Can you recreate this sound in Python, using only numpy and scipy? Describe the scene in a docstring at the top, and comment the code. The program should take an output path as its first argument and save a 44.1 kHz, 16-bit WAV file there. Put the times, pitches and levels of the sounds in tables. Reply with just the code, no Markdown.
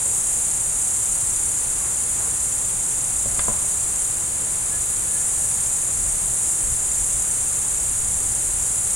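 """Bush-crickets in an evening meadow.

One cricket trills close by without a break, and a chorus trills all around it.
Every wing stroke drags a row of file teeth over the scraper, and each tooth rings the wing.
Under them lie light wind, soft rustles and a far hum; a distant bird pipes twice,
and a few knocks ring the camera body."""
import sys
import numpy as np
from scipy import signal
from scipy.fft import rfft, irfft, next_fast_len
from scipy.io import wavfile

SR = 44100
rng = np.random.default_rng(int(sys.argv[2]) if len(sys.argv) > 2 else 0)


def put_to_file(sound):
    """Save the sound as 16-bit audio at rate SR, in the file named by the first command-line argument."""
    columns = np.atleast_2d(sound).T  # one column per channel
    safe = np.clip(columns, -1, 1)
    whole_steps = np.round(safe * 32767)
    wavfile.write(sys.argv[1], SR, whole_steps.astype(np.int16))


N = 394694


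def undb(db):
    """Decibels to gain."""
    return 10 ** (np.asarray(db) / 20)


def unit(x):
    """Scale to rms 1."""
    return x / np.sqrt(np.mean(x ** 2))


def curve(rows):
    """An automation lane: (time, value) points joined by straight lines."""
    return np.interp(np.arange(N) / SR, *np.transpose(rows))


def colour(x, points):
    """EQ x with a (frequency, gain) curve drawn on a log frequency axis."""
    size = next_fast_len(N)
    hz = np.fft.rfftfreq(size, 1 / SR)
    point_hz, point_db = np.transpose(points)
    gain = undb(np.interp(np.log(hz + 1), np.log(np.sort(point_hz)), point_db))
    return irfft(rfft(x, size) * gain, size)[..., :N]


def fade(t, t60):
    """Exponential decay by 60 dB in t60 seconds."""
    return np.exp(-np.log(1000) * t / t60)


def swell(start, length):
    """One smooth rise and fall."""
    return np.sin(np.pi * np.clip((np.arange(N) / SR - start) / length, 0, 1))


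def wander(count):
    """A random drift through count points."""
    return np.interp(np.arange(N), np.linspace(0, N, count), rng.standard_normal(count))


def pan(db):
    """Stereo gains that put left db above right."""
    return undb(np.array([[db], [-db]]) / 2)


def widen(mid, side):
    """Left and right from mid and side."""
    return np.array([mid + side, mid - side])


def scatter(x, t60, wet_db):
    """The direct sound and a diffuse tail that builds up from the surroundings."""
    t = np.arange(int(min(t60, 1) * SR)) / SR
    tail = rng.standard_normal(len(t)) * fade(t, t60) * (1 - fade(t, t60)) ** 2
    return x + undb(wet_db) * signal.oaconvolve(x, tail / np.linalg.norm(tail))[:N]


# Tone of the air bed, mid and side: (frequency [Hz], relative level [dB])
AIR_MID_EQ = [(12, -30), (22, 0), (60, -2), (90, -5), (140, -6.5), (200, -9.5), (280, -11), (780, -12.5),
              (1170, -13.5), (1740, -16), (3000, -19), (5200, -21), (7000, -41)]
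AIR_SIDE_EQ = [(12, -32), (20, -9), (43, -16), (132, -9), (290, -4), (326, -4), (611, -2.5), (772, -4),
               (1070, -4.5), (3340, -11), (5200, -18), (6760, -50), (11400, -120)]
def still_air():
    """A wide, soft hush of shaped noise."""
    mid = unit(colour(rng.standard_normal(N), AIR_MID_EQ))
    side = unit(colour(rng.standard_normal(N), AIR_SIDE_EQ))
    return widen(undb(-38.7) * mid, undb(-40.5) * side)


# Low end of the wind: (frequency [Hz], relative level [dB])
WIND_EQ = [(12, -7), (25, -6.5), (50, 1), (75, -6.5), (110, -10), (200, -32), (500, -70)]
# Gust cues: (start [s], length [s], level [dB])
WIND_GUSTS = [(2.85, 1.25, -40), (3.42, 0.22, -38), (5.3, 0.15, -38), (5.9, 0.47, -34.5),
              (6.6, 0.21, -31.5), (6.75, 0.58, -36.5), (7.3, 2.1, -38.5)]
def wind(breeze_db=-46.5, eddy_db=1.5):
    """A light, rumbling breeze with gusts on top; eddies make it all flutter."""
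    mid, side = unit(colour(rng.standard_normal((2, N)), WIND_EQ))
    gust_power = sum((undb(db) * swell(start, length)) ** 2 for start, length, db in WIND_GUSTS)
    strength = np.sqrt(undb(breeze_db) ** 2 + gust_power)
    flutter = undb(eddy_db * wander(count=80))
    return widen(mid, undb(-11.5) * side) * strength * flutter * pan(1.5)


# Tones of the hum: (pitch [Hz], waver [Hz], level [dB])
HUM_TONES = [(70.5, 1.95, -50.5), (110.2, 3.4, -52.5), (121.5, 3.12, -51), (169, 2.49, -53.5),
             (840, 3.1, -57)]
def far_hum():
    """A distant drone of sines, each wavering in pitch."""
    out = np.zeros(N)
    for hz, waver_hz, db in HUM_TONES:
        pitch = hz + waver_hz * wander(count=120)
        out += undb(db) * unit(np.sin(2 * np.pi * np.cumsum(pitch) / SR))
    return out


# Rustle cues: (start [s], length [s], centre [Hz], level [dB])
RUSTLE_CUES = [(0.014, 0.091, 500, -52), (1.76, 0.2, 1150, -43), (2.14, 0.21, 1050, -40.5),
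               (3.244, 0.54, 940, -41.5), (3.25, 0.26, 115, -44)]
def rustles():
    """Soft, wide swells of noise, band-passed twice for steeper skirts."""
    out = np.zeros((2, N))
    for start, length, hz, db in RUSTLE_CUES:
        band = signal.iirpeak(hz, Q=1, fs=SR)
        noise = signal.lfilter(*band, rng.standard_normal((2, N)))
        out += undb(db) * swell(start, length) * unit(signal.lfilter(*band, noise))
    return out


# Bird notes: (start [s], length [s], pitch [Hz], dry level [dB])
BIRD_NOTES = [(4.71, 0.08, 1696, -39.5), (5.07, 0.17, 1720, -46.5)]
def bird():
    """Two thin notes of steady pitch that echo from the edge of the wood."""
    t = np.arange(N) / SR
    notes = sum(undb(db) * swell(start, length) * np.sin(2 * np.pi * hz * t)
                for start, length, hz, db in BIRD_NOTES)
    return np.array([scatter(notes, t60=2.2, wet_db=-0.5) for _ in range(2)])


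# Modes of the camera body: (frequency [Hz], relative level [dB], 60 dB decay [s])
BODY_MODES = [(108.7, 4.5, 0.34), (215, 0, 0.1), (508, 1.5, 0.03), (577, -0.5, 0.11), (700, 2.5, 0.031),
              (1007, 0, 0.054), (1145, 9, 0.018), (1620, -1.5, 0.054), (2030, -1, 0.029), (3440, 8, 0.018),
              (4700, 9, 0.013)]
# Knock cues: (time [s], level [dB], centre [Hz], left minus right [dB])
KNOCK_CUES = [(0.059, -52, 520, 3), (2.283, -51, 320, -4), (3.258, -43.5, 400, -2), (3.393, -40, 1800, 0),
              (3.482, -35, 540, -3), (3.501, -46.5, 750, 2)]
def knocks():
    """Short blows ring the camera body, and each microphone shakes differently."""
    out = np.zeros((2, N))
    t = np.arange(SR // 3) / SR
    for start, db, hz, pan_db in KNOCK_CUES:
        phases = rng.normal(0, 1.0, (len(BODY_MODES), 2, 1))
        body = sum(undb(mode_db) * fade(t, t60) * np.sin(2 * np.pi * mode_hz * t + phase)
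                   for (mode_hz, mode_db, t60), phase in zip(BODY_MODES, phases))
        # a brief crack, then the mount rattles on
        envelope = undb(3.0) * fade(t, 0.03) + undb(1.0) * fade(t, 0.21)
        crack = rng.standard_normal((2, len(t))) * envelope
        blow = signal.lfilter(*signal.iirpeak(hz, Q=.9, fs=SR), body + crack)
        blow = signal.lfilter(*signal.butter(2, min(3 * hz, SR / 3), fs=SR), blow)
        at = int(start * SR)
        out[:, at:at + len(t)] += unit(blow) * undb(db) * pan(pan_db)
    return out


def stridulate(stroke_hz, start, closing, uneven_db, slip, teeth=12):
    """Tooth strikes: each closing wing stroke plays a row of teeth, hardest in the middle."""
    cycles = start + np.cumsum(stroke_hz) / SR
    strokes = np.arange(int(40 * N / SR))[:, None]  # more than enough; spares are dropped
    jitter, force = rng.standard_normal((2, len(strokes), teeth))
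    along_file = (np.arange(teeth) + .5) / teeth
    # closing is a share of the wing cycle; slip is timing spread in tooth spacings
    phase = strokes + closing * (along_file - .5 + slip * jitter / teeth)
    at = np.interp(phase, cycles, np.arange(N), left=-1, right=-1)
    strength = np.sqrt(np.sin(np.pi * along_file)) * undb(uneven_db * force)
    return np.bincount(at[at >= 0].astype(int), strength[at >= 0], N)


def grass(strikes, t60, wet_db):
    """Swaying stems throw every strike back as a short blur that is never the same twice."""
    feedback = fade(1 / SR, t60)
    energy = signal.lfilter([1 - feedback], [1, -feedback], strikes ** 2)
    return strikes + undb(wet_db) * np.sqrt(energy) * rng.standard_normal(N)


# Resonant peaks in the trill: (frequency [Hz], boost [dB])
TRILL_PEAKS = [(5825, 6), (6144, 6), (6233, 6), (6397, 5), (6583, 8), (6756, 6), (6849, 5), (6980, 6),
               (7118, 7), (7331, 7), (7445, 7), (7540, 6)]
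def ring(x, width_hz):
    """Narrow resonances give the trill its silvery edge."""
    return x + sum((undb(db) - 1) * signal.lfilter(*signal.iirpeak(hz, hz / width_hz, SR), x)
                   for hz, db in TRILL_PEAKS)


def far_crickets(wing_eq, count):
    """Several singers, each drifting in pace and strength, blurred by grass and ground."""
    strikes = np.zeros(N)
    for _ in range(count):
        stroke_hz = rng.uniform(27, 37) + 1.6 * wander(count=20)
        strength = undb(0.76 * wander(count=30))
        strikes += strength * stridulate(stroke_hz, rng.random(), closing=1.08, uneven_db=2.55, slip=.4)
    blurred = scatter(grass(strikes, t60=0.06, wet_db=3.5), t60=0.053, wet_db=-9.5)
    return unit(colour(blurred, wing_eq))


# Wing tone of the chorus, mid and side: (frequency [Hz], relative level [dB])
CHORUS_MID_EQ = [(4500, -40.5), (5600, -20.5), (6400, -16), (7000, -4), (7400, -3.5), (7850, -3.5),
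                 (8450, 0.5), (9200, -2.5), (10300, -5), (11200, -13.5), (12400, -27), (13700, -37),
                 (14600, -24.5), (16000, -32)]
CHORUS_SIDE_EQ = [(5000, -44), (6100, -30), (6500, -13), (7000, -3.5), (7800, -5), (8500, 0), (9300, -4),
                  (10400, -1), (11200, -7), (12000, -16), (13000, -31), (16000, -33)]
# Fader ride on the chorus: (time [s], relative level [dB])
CHORUS_RIDE = [(0, -26.6), (1.8, -27.5), (4.4, -28), (5.8, -27), (8.95, -27.5)]
def chorus():
    """A wide bed of crickets, five ahead and three from the sides."""
    mid = unit(ring(far_crickets(CHORUS_MID_EQ, count=5), width_hz=19.6))
    side = far_crickets(CHORUS_SIDE_EQ, count=3)
    return widen(undb(4.0) * mid, undb(-3.5) * side) * undb(curve(CHORUS_RIDE)) * pan(0.98)


# Wing tone of the near cricket: (frequency [Hz], relative level [dB])
NEAR_WING_EQ = [(4500, -42), (5600, -22.5), (6400, -9), (6950, 0), (7400, 0.5), (7850, -9), (8400, 3),
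                (9100, -10), (10300, -6), (11500, -22), (13000, -43)]
# Fader ride on the near cricket: (time [s], level [dB])
NEAR_RIDE = [(0, -30.5), (.9, -27.5), (1.75, -31), (3.4, -29), (4.9, -34), (5.8, -29), (6.25, -31.5),
             (7, -28.5), (8.95, -30)]
def near_cricket(start_hz=32.842, sag_hz_per_s=.015):
    """The lead singer, near centre, slowing very slightly, its level shifting behind the grass."""
    stroke_hz = start_hz - sag_hz_per_s * np.arange(N) / SR
    strikes = stridulate(stroke_hz, start=.16, closing=.5, uneven_db=-0.7, slip=.25)
    wing = colour(grass(strikes, t60=0.025, wet_db=5), NEAR_WING_EQ)
    return unit(ring(wing, width_hz=24)) * undb(curve(NEAR_RIDE)) * pan(-1.3)


def scene():
    """The meadow mix: crickets over the ambience, with knocks and bird as spot effects."""
    crickets = near_cricket() + chorus()
    ambience = still_air() + wind() + far_hum() + rustles()
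    return crickets + ambience + knocks() + bird()


def record(dry):
    """A steep low-pass at 15.9 kHz cuts the very top."""
    return signal.sosfilt(signal.ellip(10, .1, 80, 15900, fs=SR, output="sos"), dry)


dry = scene()
out = record(dry)
put_to_file(out)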